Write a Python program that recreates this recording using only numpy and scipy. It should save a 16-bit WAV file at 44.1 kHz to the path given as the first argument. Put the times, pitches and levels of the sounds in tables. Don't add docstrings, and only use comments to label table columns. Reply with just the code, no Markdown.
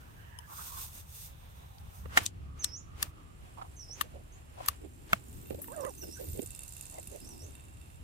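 import sys
import numpy as np
from scipy import signal
from scipy.fft import rfft, irfft, next_fast_len
from scipy.io import wavfile
from scipy.ndimage import uniform_filter1d

SR = 44100
rng = np.random.default_rng(int(sys.argv[2]) if len(sys.argv) > 2 else 0)


def output_pcm(signal):
    pcm = np.clip(np.atleast_2d(signal).T, -1, 1) * 32767
    wavfile.write(sys.argv[1], SR, np.round(pcm).astype(np.int16))


N = 354119
TIME = np.arange(N) / SR
HIT_SIZE = 4096
HIT_TIME = np.arange(HIT_SIZE) / SR
LONG_HIT_TIME = np.arange(4 * HIT_SIZE) / SR


def amp(db):
    return 10 ** (np.asarray(db) / 20)


def unit(x):
    return x / np.sqrt(np.mean(x ** 2) + 1e-20)


def burst(x):
    return unit(x) * np.sqrt(.01 * SR / x.shape[-1])


def curves(table):
    s, *columns = np.transpose(table)
    return [np.interp(TIME, s, column) for column in columns]


def over_hz(points, size):
    hz, value = np.transpose(points)
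    return np.interp(np.log(np.fft.rfftfreq(size, 1 / SR) + 1), np.log(hz), value)


def colour(x, points):
    size = next_fast_len(x.shape[-1])
    return irfft(rfft(x, size) * amp(over_hz(points, size)), size)[..., :x.shape[-1]]


def band(x, lo_hz, hi_hz, order=2):
    return signal.sosfilt(signal.butter(order, [lo_hz, hi_hz], "band", fs=SR, output="sos"), x)


def pan(db):
    gains = amp(np.array([[.5], [-.5]]) * db)
    return gains / np.sqrt(np.mean(gains ** 2, axis=0))


def ears(phase):
    return np.array([[0], [phase]])


def walk(rate):
    k = max(int(SR / rate), 2)
    return unit(uniform_filter1d(np.repeat(rng.standard_normal(N // k + 1), k), k)[:N])


def waver(x, drift, rate):
    at = np.arange(N)
    warped = at + np.cumsum(drift * walk(rate))
    return np.array([np.interp(warped % N, at, channel) for channel in x])


def swell(s, half):
    return np.exp(-((TIME - s) / half) ** 2 / 2)


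def phrases(table):
    gains = []
    for start, end, db, rise, fall in table:
        before, after = np.maximum(start - TIME, 0), np.maximum(TIME - end, 0)
        gains.append(amp(db - rise * before - fall * after))
    return np.max(gains, axis=0)


def crackle(rate, spread_db):
    struck = rng.random(N) < rate / SR
    sizes = amp(spread_db * np.minimum(rng.exponential(size=N), 5)) * struck
    envelope = np.sqrt(np.abs(uniform_filter1d(sizes ** 2, size=24)))
    return unit(envelope * rng.standard_normal((2, N)))


def add(out, s, sound):
    i = int(s * SR)
    out[:, i:i + sound.shape[1]] += sound[:, :N - i]


# frequency in Hz, correlation.
PORT_LIKENESS = [(130, .75), (290, 0), (640, -.6), (1400, -.6), (3100, 0), (15000, 0)]


def diffuse():
    size = next_fast_len(N)
    mid, side = rfft(rng.standard_normal((2, size)))
    alike = np.clip(over_hz(PORT_LIKENESS, size), -1, 1)
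    mid, side = mid * np.sqrt(1 + alike), side * np.sqrt(1 - alike)
    return irfft(np.array([mid + side, mid - side]), size)[:, :N]


# frequency in Hz, relative level in dB.
RUMBLE_COLOUR = [(20, -48), (27, -26), (34, 0.5), (46, -7), (70, 3), (100, -3.5), (130, -7), (160, -10),
                 (200, -17.5), (300, -27), (500, -73)]
# strongest moment in seconds, level in dB, half length in seconds.
RUMBLE_SWELLS = [(1.856, -48, 0.043), (2.058, -41.5, 0.051), (2.437, -45, 0.11), (2.924, -48.5, 0.07),
                 (3.086, -43, 0.009), (3.43, -47.5, 0.024), (4.16, -49.5, 0.042), (5.135, -45, 0.027),
                 (5.375, -45, 0.045), (5.532, -44.5, 0.04), (6.05, -47.5, 0.025), (6.326, -41, 0.044),
                 (6.48, -46.5, 0.035), (7.785, -46.5, 0.014), (8.023, -42, 0.024)]


def rumble():
    power = amp(-52) ** 2 + sum((amp(db) * swell(s, half)) ** 2 for s, db, half in RUMBLE_SWELLS)
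    return unit(colour(diffuse(), RUMBLE_COLOUR)) * np.sqrt(power) * pan(.057)


# frequency in Hz, relative level in dB.
FOLIAGE_COLOUR = [(200, -1.5), (450, 1.5), (750, 2.5), (1200, -1.5), (2150, -6), (2700, -4.5), (3600, -11),
                  (4600, -15), (7300, -18), (9600, -19), (13000, -20.5), (15800, -26)]


def foliage():
    return unit(colour(diffuse(), FOLIAGE_COLOUR)) * amp(-61.5 + 1.3 * walk(12)) * pan(-1.5)


# time in seconds, level in dB before the gain.
WASH = [(0, -68.5), (1.75, -106), (2.21, -66.5), (4.34, -70), (5.39, -59.5), (6.3, -63.5), (6.64, -74),
        (7.29, -64), (8.03, -77)]


def air_in_trees():
    gain_db, wander_db = 4, 2
    level_db, = curves(WASH)
    return unit(band(diffuse(), 212, 369)) * amp(level_db + gain_db + wander_db * walk(5.1)) * pan(-1.5)


# strongest moment in seconds, level in dB before the gain,
# centre in Hz, half length in seconds.
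STIRS = [(0.03, -64, 1440, .05), (0.08, -67, 1640, .07), (0.313, -67.5, 2920, 0.11),
         (0.21, -59.5, 1700, 0.043), (0.353, -58, 1750, .06), (0.443, -55.5, 1710, .02),
         (0.37, -61.5, 970, .09), (0.52, -56, 1160, 0.027), (0.619, -58, 1410, 0.036),
         (0.63, -61, 1040, 0.065), (0.77, -49.5, 1070, 0.043), (1.524, -71, 3650, 0.32),
         (1.838, -58, 777, 0.086), (2.59, -62.5, 1200, 0.12), (3.02, -62, 1216, 0.23)]


def stirs():
    width, drift = 1.08, .02
    gain_db, patchy_db = -1, 1.8
    out, noise = 0, diffuse()
    for s, db, hz, half in STIRS:
        rustle = unit(waver(band(noise, hz / width, hz * width), drift, rate=16))
        out = out + rustle * amp(db + gain_db + patchy_db * walk(24.13)) * swell(s, half)
    return out * pan(-7.5)


# strongest moment in seconds, level in dB, half length in seconds.
SHRILL_SWELLS = [(5.95, -64, 0.53), (5.485, -57, .07), (5.662, -51.5, 0.028), (5.82, -58, 0.052),
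                 (6.03, -52, 0.032), (6.235, -50, 0.025), (6.314, -50, 0.048), (6.42, -53, .045)]


def shrill():
    centre_hz, width_hz, drift = 13650, 520, .007
    grains = crackle(rate=1500, spread_db=2)
    grains = band(grains, centre_hz - width_hz / 2, centre_hz + width_hz / 2)
    shift = np.exp(2j * np.pi * np.cumsum(centre_hz * drift * walk(12)) / SR)
    drifting = (signal.hilbert(grains, next_fast_len(N))[:, :N] * shift).real
    effort = np.sqrt(sum((amp(db) * swell(s, half)) ** 2 for s, db, half in SHRILL_SWELLS))
    return unit(drifting) * effort * pan(-.41)


# delay into the stroke in seconds, relative level in dB,
# share that reaches the ring in dB, favoured pitch in Hz, fall away from it in dB per octave, fade in seconds.
WING_RASPS = [(0, 4.5, -4, 9800, 6, .003), (0.012, 2.5, -9.5, 7700, 22, .005), (.026, -8, 0, 9000, 6, .005)]


def wing_strokes():
    stroke_s, first_s, jitter_s, scatter_db = .04363, .004, .0006, 2
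    starts = np.arange(first_s, TIME[-1] - stroke_s, stroke_s)[:, None]
    late, rasp_db = np.transpose(WING_RASPS)[:2]
    shape = len(starts), len(late)
    times = starts + late + jitter_s * rng.standard_normal(shape)
    at = (np.clip(times, 0, TIME[-1]) * SR).astype(int)
    return at, rasp_db + scatter_db * rng.standard_normal(shape)


# centre in Hz, width in Hz, relative level in dB.
WING_MODES = [(5100, 900, -6), (6500, 600, -8), (7280, 380, 0), (7750, 400, 1), (8550, 500, 0),
              (9220, 450, 1), (10000, 450, -2), (11000, 450, -11), (12350, 700, -4), (13600, 700, -6)]


def wing_chirr(at, force_db):
    rise_s, mode_scatter_db, wax_db = .0003, 3, 2.2
    focus_hz, focus_db, fade_s = np.transpose(WING_RASPS)[3:]
    fades = (1 - np.exp(-HIT_TIME / rise_s)) * np.exp(-HIT_TIME / fade_s[:, None])
    chirr = 0
    for hz, width, db in WING_MODES:
        favour_db = db - focus_db * np.abs(np.log2(hz / focus_hz))
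        uneven_db = mode_scatter_db * rng.standard_normal(at.shape) + wax_db * walk(5)[at]
        sizes = amp(force_db + favour_db + uneven_db)
        envelope = np.zeros((1, N))
        for stroke, k in np.ndindex(at.shape):
            add(envelope, at[stroke, k] / SR, sizes[stroke, k] * fades[k:k + 1])
        noise = unit(band(rng.standard_normal((2, N)), hz - width / 2, hz + width / 2))
        chirr = chirr + envelope * noise
    return unit(chirr), envelope


# frequency in Hz, relative level in dB.
HAZE_COLOUR = [(2300, -12.5), (3100, -12), (3700, -3), (4400, -2.5), (5200, -4), (6700, -1), (7300, -6),
               (8200, -2), (9200, 2.5), (10500, -4), (11700, 0), (12500, 0), (14000, -0.5), (15500, -19)]


def wing_haze():
    return unit(colour(diffuse(), HAZE_COLOUR)) * amp(-6.5 + walk(4.5) + walk(120))


def wing_drone(envelope):
    noise = diffuse()
    drone = band(noise, 7270, 7630) + amp(-3.5) * band(noise, 8650, 9600)
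    return unit(drone * np.sqrt(envelope + envelope.mean()))


# pitch in Hz, relative level in dB.
WING_RINGS = [(2700, -6.5), (3620, -12)]
# full from and full until in seconds, level in dB,
# rise and fall in dB per second.
RING_PHRASES = [(5.465, 5.5, -60.5, 300, 402), (5.8, 7.1, -65.5, 28, 3), (6.51, 6.65, -59.5, 298, 150),
                (6.765, 6.87, -60, 300, 99), (7.03, 7.04, -63, 400, 300), (7.33, 7.39, -63.5, 298, 300),
                (7.55, 7.61, -61, 320, 198), (7.82, 7.83, -63, 299, 197)]


def wing_ring(at, force_db):
    decay_s, blur_db = .0054, -5
    share_db = np.transpose(WING_RASPS)[2]
    ring, blur, pulses = 0, diffuse(), np.zeros(N)
    pulses[at] = amp(force_db + share_db)
    for hz, db in WING_RINGS:
        tone = np.sin(2 * np.pi * hz * HIT_TIME) * np.exp(-HIT_TIME / decay_s)
        beads = unit(signal.oaconvolve(pulses, tone)[:N])
        ring = ring + amp(db) * (beads + amp(blur_db) * unit(band(blur, hz - 100, hz + 100)))
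    return ring * phrases(RING_PHRASES)


# full from and full until in seconds, level in dB of the effort,
# its rise and fall in dB per second.
INSECT_PHRASES = [(3.68, 3.85, -69, 34, 23), (4.7, 5.3, -70, 26, 20), (5.76, 5.9, -54, 34, 14),
                  (6.52, 6.83, -49, 13, 16.5)]


def insect():
    effort = phrases(INSECT_PHRASES)
    peak = effort.max()
    share = effort / peak
    at, force_db = wing_strokes()
    chirr, envelope = wing_chirr(at, force_db)
    chirr = chirr * peak * share ** 1.15
    haze = wing_haze() * peak * share ** .7
    drone = wing_drone(envelope) * amp(-60) * share ** .4
    return (chirr + haze + drone + wing_ring(at, force_db)) * pan(-7)


# time from its start in seconds,
# pitch in Hz before the note's ratio, relative level in dB.
WHISTLE = [(0, 5800, -16), (.01, 6450, -2), (.05, 5850, 1), (.085, 5300, -7), (.11, 5060, -11),
           (.13, 5250, -6), (.155, 5520, 0), (.18, 6150, -1), (.205, 7000, -9), (.22, 7200, -24)]
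# start of the whistle in seconds (if sung from its beginning), level in dB
BIRD = [(2.586, -45, 0, .22, 1, 1), (3.757, -51, 0, .22, 1, 1), (4.17, -64, .15, .22, 1, 1.13),
        (5.798, -56, 0, .11, 3, .97), (5.884, -59.5, 0, .08, 3, .97), (5.968, -54.5, 0, .22, 1, .99),
        (7.085, -64, 0, .08, 1, 1.07), (7.09, -60.5, .11, .19, 1, .97), (7.258, -57.5, 0, .22, 1, 1)]


def bird():
    gain_db, side_db, ear_phase = 5, -6.5, .81
    unsteady, flutter_db = .016, 3
    near_db, broken_per_db = -45, .25
    echo_s, echo_db, middle_db, echo_follows = .038, -3, -56, .6
    song, scattered = np.zeros((2, 2, N))
    at, hz, db = np.transpose(WHISTLE)
    for s, level_db, first, last, speed, ratio in BIRD:
        t = np.arange(first * SR, last * SR, speed) / SR
        pitch = np.interp(t, at, hz) * ratio * (1 + unsteady * walk(810)[:len(t)])
        broken_db = broken_per_db * (near_db - level_db) * (walk(137)[:len(t)] - .5)
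        flutter = flutter_db * walk(87.4)[:len(t)]
        loudness = amp(np.interp(t, at, db) + flutter + broken_db) * signal.windows.tukey(len(t), .1)
        note = np.sin(2 * np.pi * np.cumsum(pitch) / SR + ears(ear_phase)) * loudness * pan(side_db)
        add(song, s + first / speed, note * amp(level_db))
        add(scattered, s + first / speed, note * amp(middle_db + echo_follows * (level_db - middle_db)))
    t = LONG_HIT_TIME
    trees = unit(rng.standard_normal((2, len(t))) * np.exp(-t / echo_s)) / np.sqrt(len(t))
    echo = signal.fftconvolve(scattered, trees, axes=1)[:, :N]
    return amp(gain_db) * (song + amp(echo_db) * echo)


# time in seconds, fundamental in Hz.
COO_PITCH = [(5.685, 457), (5.725, 539), (5.742, 702), (5.76, 686), (5.774, 607), (5.8, 577), (5.82, 522),
             (5.85, 505), (5.87, 594), (5.89, 533), (5.92, 330)]
# time in seconds, fundamental and second harmonic in dB before the gains.
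COO_LEVEL = [(5.679, -56, -53), (5.694, -62, -52), (5.726, -45, -51), (5.74, -52, -59), (5.752, -57, -61),
             (5.768, -42, -53), (5.802, -42.5, -52), (5.854, -41.5, -43), (5.884, -41.5, -49),
             (5.915, -60, -62), (5.92, -60, -69)]


def coo():
    gain_db, second_db, third_db, husk_db = 5, -1, -28, -13
    jitter, shimmer_db, second_shimmer_db, edge_s = .045, 1.8, 3.5, .005
    hz, = curves(COO_PITCH)
    first, second = amp(curves(COO_LEVEL))
    inside = np.minimum(TIME - COO_LEVEL[0][0], COO_LEVEL[-1][0] - TIME)
    sung = np.clip(inside / edge_s, 0, 1)
    phase = 2 * np.pi * np.cumsum(hz * (1 + jitter * walk(400))) / SR + ears(1.75)
    husk = amp(husk_db) * unit(band(diffuse(), 250, 960))
    low = first * (np.sin(phase) + amp(third_db) * np.sin(3 * phase) + husk)
    high = second * amp(second_db + second_shimmer_db * walk(140)) * np.sin(2 * phase)
    return (low + high) * sung * amp(gain_db + shimmer_db * walk(160)) * pan(-10.5)


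# start in seconds, level in dB before the slow rise and decay,
# pitch in Hz, decay in seconds.
BUMPS = [(2.215, -28.5, 85, 0.012), (4.688, -30.5, 73, 0.015), (5.52, -47, 84, 0.021),
         (6.279, -33, 78, 0.027), (7.083, -31, 83, 0.0067), (7.427, -37.5, 85.5, 0.041)]


def bumps():
    out, t, rise_s = np.zeros((2, N)), LONG_HIT_TIME, .0045
    for s, db, hz, decay in BUMPS:
        envelope = np.exp(-t / decay) * (1 - np.exp(-t / rise_s))
        add(out, s, amp(db) * np.sin(2 * np.pi * hz * t) * envelope * pan(-2.6))
    return out


# frequency in Hz, relative level in dB.
LEAF_COLOUR = [(1290, -15.5), (2200, -14), (2730, -8), (3190, -12), (3460, -4.5), (4260, -10), (6700, -3),
               (7340, -8.5), (8580, 0), (9950, -8), (12600, -2), (14200, 0), (15800, -9)]
# strongest moment in seconds, hiss in dB and
# hollow scrape in dB (both before the gains), half length in seconds.
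LEAF_STROKES = [(0.544, -56.5, -54, 0.044), (0.634, -46.5, -57.5, 0.07), (0.805, -44, -55.5, 0.057),
                (0.97, -51, -74, 0.037), (1.198, -49.5, -86, 0.069), (1.543, -71.5, -88, 0.11),
                (1.965, -62.5, -65, 0.04), (2.239, -50.5, -73, 0.013), (3.063, -64, -81, 0.028),
                (5.34, -63.5, -79, 0.062)]


def leaf_strokes():
    hiss_gain_db, scrape_gain_db = 3, 2
    hiss_flicker_db, scrape_flicker_db, drift = 1.2, 2.9, .09
    bed = np.clip((2.25 - TIME) / .08, 0, 1)
    hiss, scrape = amp(-69.5) * bed, amp(-71) * bed
    for s, hiss_db, scrape_db, half in LEAF_STROKES:
        hiss = np.hypot(hiss, amp(hiss_db) * swell(s, half))
        scrape = np.hypot(scrape, amp(scrape_db) * swell(s, half))
    slide = unit(colour(crackle(rate=7900, spread_db=.5), LEAF_COLOUR))
    slide = slide * hiss * amp(hiss_gain_db + hiss_flicker_db * walk(40.83))
    hollow = unit(waver(band(diffuse(), 834, 1306), drift, rate=22))
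    hollow = hollow * scrape * amp(scrape_gain_db + scrape_flicker_db * walk(43.05))
    return slide * pan(-2) + hollow * pan(-5)


# frequency in Hz, relative level in dB.
CRACKLE_COLOUR = [(900, 0), (1500, -0.5), (2800, -1), (4200, -7.5), (9000, -10.5), (15000, -18)]
# strongest moment in seconds, level in dB, half length in seconds.
CRACKLE_SWELLS = [(2.164, -53, 0.043), (2.179, -28.5, 0.0076), (2.204, -44, 0.037), (2.645, -55, 0.05),
                  (3.025, -48, 0.033), (4.004, -51.5, 0.033), (4.664, -51, 0.055), (5.132, -50, 0.033)]


def crackle_swells():
    level = sum(amp(db) * swell(s, half) for s, db, half in CRACKLE_SWELLS)
    return unit(colour(crackle(rate=6100, spread_db=1.5), CRACKLE_COLOUR)) * level


# strongest moment in seconds, peak in dB before panning,
# pitch in Hz, half length in seconds.
SQUEAKS = [(5.742, -50, 1590, .009), (5.861, -51, 1950, .012), (6.037, -53, 1550, 0.0044),
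           (6.036, -50, 2780, .004), (6.18, -51, 1560, 0.012), (6.961, -59, 2090, .004),
           (6.985, -54, 2050, 0.0043)]


def squeaks():
    unsteady = .04
    out, t, slip = np.zeros((2, N)), HIT_TIME, walk(500)
    for s, db, hz, half in SQUEAKS:
        pitch = hz * (1 + unsteady * np.roll(slip, -int(s * SR))[:HIT_SIZE])
        note = np.sin(2 * np.pi * np.cumsum(pitch) / SR + ears(1.7))
        add(out, s - 3 * half, note * np.exp(-(t / half - 3) ** 2 / 2) * amp(db) * pan(-8))
    return out


# strongest moment in seconds, level in dB, centre in Hz,
# half length in seconds, left minus right in dB.
SMACKS = [(2.06, -43, 466, 0.0035, -16), (2.163, -48.5, 1350, 0.035, -3), (2.192, -54, 1190, 0.013, -2),
          (3.591, -44, 905, 0.01, -8.5), (3.622, -38, 990, 0.0046, -5), (3.652, -52.5, 900, 0.01, -2),
          (3.898, -54, 570, 0.0042, -19), (4.055, -54, 570, 0.013, -15), (4.162, -48, 505, 0.012, -26),
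          (4.204, -55, 560, 0.0062, -12), (4.59, -46.5, 756, 0.011, 4), (4.608, -35.5, 735, 0.0029, 1),
          (4.641, -52.5, 1070, 0.019, 0), (4.826, -50, 362, 0.0082, -2), (4.852, -44.5, 360, 0.0086, -23),
          (5.508, -30.5, 386, 0.0019, -11.5), (5.524, -40, 427, 0.0079, -5),
          (5.549, -36.5, 435, 0.0021, -6), (5.593, -46.5, 484, 0.0095, 19), (5.851, -33.5, 394, 0.0019, -9),
          (6.039, -43, 416, 0.0082, -5.5), (6.085, -43, 360.0, 0.0081, -7), (6.212, -41, 464, 0.012, -5),
          (6.241, -44, 390, 0.0051, -6), (6.282, -48, 320, 0.015, -14), (6.371, -43.5, 400, 0.017, -6.5),
          (6.395, -28.5, 328, 0.0023, -10), (6.43, -41, 370, 0.0058, -8), (6.959, -51.5, 706, 0.02, 2),
          (6.988, -40.5, 575, 0.0065, -3.5), (7.145, -47.5, 464, 0.02, -9.5), (7.159, -44, 503, 0.0056, -5),
          (7.244, -53.5, 292, 0.018, -26), (7.333, -59.5, 765, 0.049, -2), (7.445, -54, 446, 0.021, -16),
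          (7.485, -53, 332, 0.0081, -12)]


def smacks():
    width, wet_db, alike = 1.275, -17, -.64
    out, t = np.zeros((2, N)), np.arange(2 * HIT_SIZE) / SR
    for s, db, hz, half, side in SMACKS:
        left, own = rng.standard_normal((2, len(t)))
        noise = np.array([left, alike * left + np.sqrt(1 - alike ** 2) * own])
        rub = noise * np.exp(-((t - 2 * half) / half) ** 2 / 3.1)
        sound = unit(band(rub, hz / width, hz * width)) + amp(wet_db) * unit(band(rub, 740, 2900))
        add(out, s - 2 * half - .001, sound * np.sqrt(2 * half / t[-1]) * amp(db) * pan(side))
    return out


# pitch in Hz, relative level in dB, time to fall 60 dB in seconds.
STICK_MODES = [(742, 1.5, 0.023), (883, -7, 0.052), (1050, -10.5, .04), (1390, 3.5, 0.02),
               (1810, 10, 0.021), (2084, 6, 0.025), (2360, -7.5, 0.032), (2840, -11, 0.046),
               (3230, -6, 0.028)]
# pitch in Hz, relative level in dB, time to fall 60 dB in seconds.
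HUSK_MODES = [(662, -10, 0.03), (1140, -5.5, 0.019), (1290, 2, .014), (1444, -1.5, .016), (1793, -7, 0.018),
              (2200, -3, 0.015), (2590, -9, 0.018), (3360, -8.5, .014)]
# pitch in Hz, relative level in dB, time to fall 60 dB in seconds.
TAP_MODES = [(967, -6, 0.048), (3040, 1.5, 0.017), (5220, -3, 0.015), (6340, -3, 0.01), (8700, 3, 0.0091),
             (10700, 4.5, 0.01), (13700, -4, 0.011)]
# start in seconds, level in dB,
# left minus right in dB, the modes that ring.
TAPS = [(0.3877, -43.5, 9, TAP_MODES), (2.173, -12.5, -1, STICK_MODES), (5.131, -16.5, -2, HUSK_MODES)]


def taps():
    out, t, rise_s = np.zeros((2, N)), HIT_TIME, .001
    for s, db, side, modes in TAPS:
        ring = 0
        for hz, mode_db, t60 in modes:
            tone = np.sin(2 * np.pi * (hz * t + rng.random()) + ears(2.21))
            ring = ring + amp(mode_db) * np.exp(-np.log(1000) * t / t60) * tone
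        add(out, s, burst(ring * (1 - np.exp(-t / rise_s))) * amp(db) * pan(side))
    return out


# pitch in Hz before a small random detuning,
# relative level in dB, time to fall 60 dB in seconds.
TWIG_MODES = [(1169, 2, 0.022), (1380, -5.5, 0.021), (1550, -13, 0.008), (1817, 5.5, 0.013),
              (1910, 0.5, 0.0067), (2795, -1.5, 0.03)]


def twig_ring(t, focus_hz, ear_phase):
    detune, focus_db = .015, 9
    ring = 0
    for hz, db, t60 in TWIG_MODES:
        phase = 2 * np.pi * (hz * (1 + detune * rng.standard_normal()) * t + rng.random())
        gain = amp(db - focus_db * abs(np.log2(hz / focus_hz)))
        ring = ring + gain * np.exp(-np.log(1000) * t / t60) * np.sin(phase + ears(ear_phase))
    return ring


# break in seconds, thump, body, bite, crack and fizz in dB,
# decay in seconds, body focus in Hz, splinter pitch in Hz, left minus right in dB.
SNAPS = [(1.783, -79, -76, -59.5, -82, -71, .003, 1200, 4220, -3),
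         (2.057, -51, -50, -84, -84, -83, 0.0089, 910, 3000, -14),
         (2.173, -48, -21, -22, -24.5, -30.5, 0.0028, 2110, 2940, -4),
         (2.2631, -55, -53, -34, -30, -41, 0.00059, 2000, 3720, 3.5),
         (2.6438, -50, -43, -31.5, -25.5, -35, 0.0016, 1370, 4120, 4),
         (3.027, -56, -33.5, -31, -30, -28.5, 0.0018, 1560, 4700, 3),
         (4.0106, -53, -26, -32.5, -38.5, -31.5, 0.0035, 1260, 3090, 7.5),
         (4.66, -62, -51, -54, -49, -43, 0.0058, 900, 3420, -7),
         (4.6844, -66, -25.5, -30, -30.5, -25.5, 0.0021, 1160, 4490, 5),
         (5.131, -34.5, -30, -35.5, -37, -35, 0.0018, 1450, 3200, 4),
         (5.509, -46, -59, -79, -75, -62, 0.0014, 1100, 2680, -18),
         (5.617, -77, -60, -72, -57, -38.5, 0.018, 1200, 4000, 4),
         (5.643, -69, -53, -66, -69, -51, 0.0021, 1720, 2900, -11),
         (5.683, -74, -55, -72, -72, -70, 0.002, 1750, 2580, -4),
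         (5.849, -46.5, -45, -59, -53, -57, 0.0015, 1900, 2980, -9),
         (6.549, -78, -76, -56, -54, -58, 0.0041, 1500, 5130, -12),
         (7.074, -52, -78, -75, -61, -51, 0.0036, 1500, 5340, -5)]


def snaps():
    lead, rise_s, lead_s, lead_db = .018, .0004, .0057, -19
    tail_db, tail_s, grit_db = -27, .011, -10
    splinter_db, splinter_s, bite_width, ear_phase = -4, .0021, 1.384, 2.03
    out = np.zeros((2, N))
    before, t = np.minimum(HIT_TIME - lead, 0), np.maximum(HIT_TIME - lead, 0)
    attack = 1 - np.exp(-t / rise_s)
    lead_in = amp(lead_db) * np.exp(before / lead_s) * (1 + before / lead) * (1 - attack)
    for s, thump, body, bite, crack, fizz, decay, focus_hz, splinter_hz, side in SNAPS:
        release = attack * (np.exp(-t / decay) + amp(tail_db) * np.exp(-t / tail_s))
        fracture = rng.standard_normal((2, HIT_SIZE)) * (lead_in + release)
        splinter = np.sin(2 * np.pi * splinter_hz * t + ears(ear_phase) / 2)
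        splinter = burst(splinter * attack * np.exp(-t / splinter_s))
        edge = burst(band(fracture, splinter_hz / bite_width, splinter_hz * bite_width, order=3))
        edge = burst(edge + amp(splinter_db) * splinter)
        spray = amp(crack) * burst(band(fracture, 6020, 8820, order=3))
        spray = spray + amp(fizz) * burst(band(fracture, 10200, 14500, order=3))
        ring = burst(twig_ring(t, focus_hz, ear_phase) * attack)
        grit = amp(grit_db) * burst(band(fracture, 920, 2460))
        wood = burst(band(ring + grit, 870, 5000))
        push = burst(np.sin(2 * np.pi * 200 * t) * np.exp(-t / .0063))
        sound = spray + amp(bite) * edge + amp(body) * wood + amp(thump) * push
        add(out, s - lead, sound * pan(side))
    return out


def scene():
    woodland = rumble() + foliage() + air_in_trees() + stirs()
    small_animals = shrill() + insect() + bird()
    feeding = bumps() + leaf_strokes() + crackle_swells() + squeaks() + smacks() + taps() + snaps()
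    return woodland + small_animals + coo() + feeding


def record(dry):
    ceiling = .38
    flattened = ceiling * np.tanh(dry / ceiling)
    return signal.sosfilt(signal.ellip(8, .2, 70, 15800, fs=SR, output="sos"), flattened)


dry = scene()
out = record(dry)
output_pcm(out)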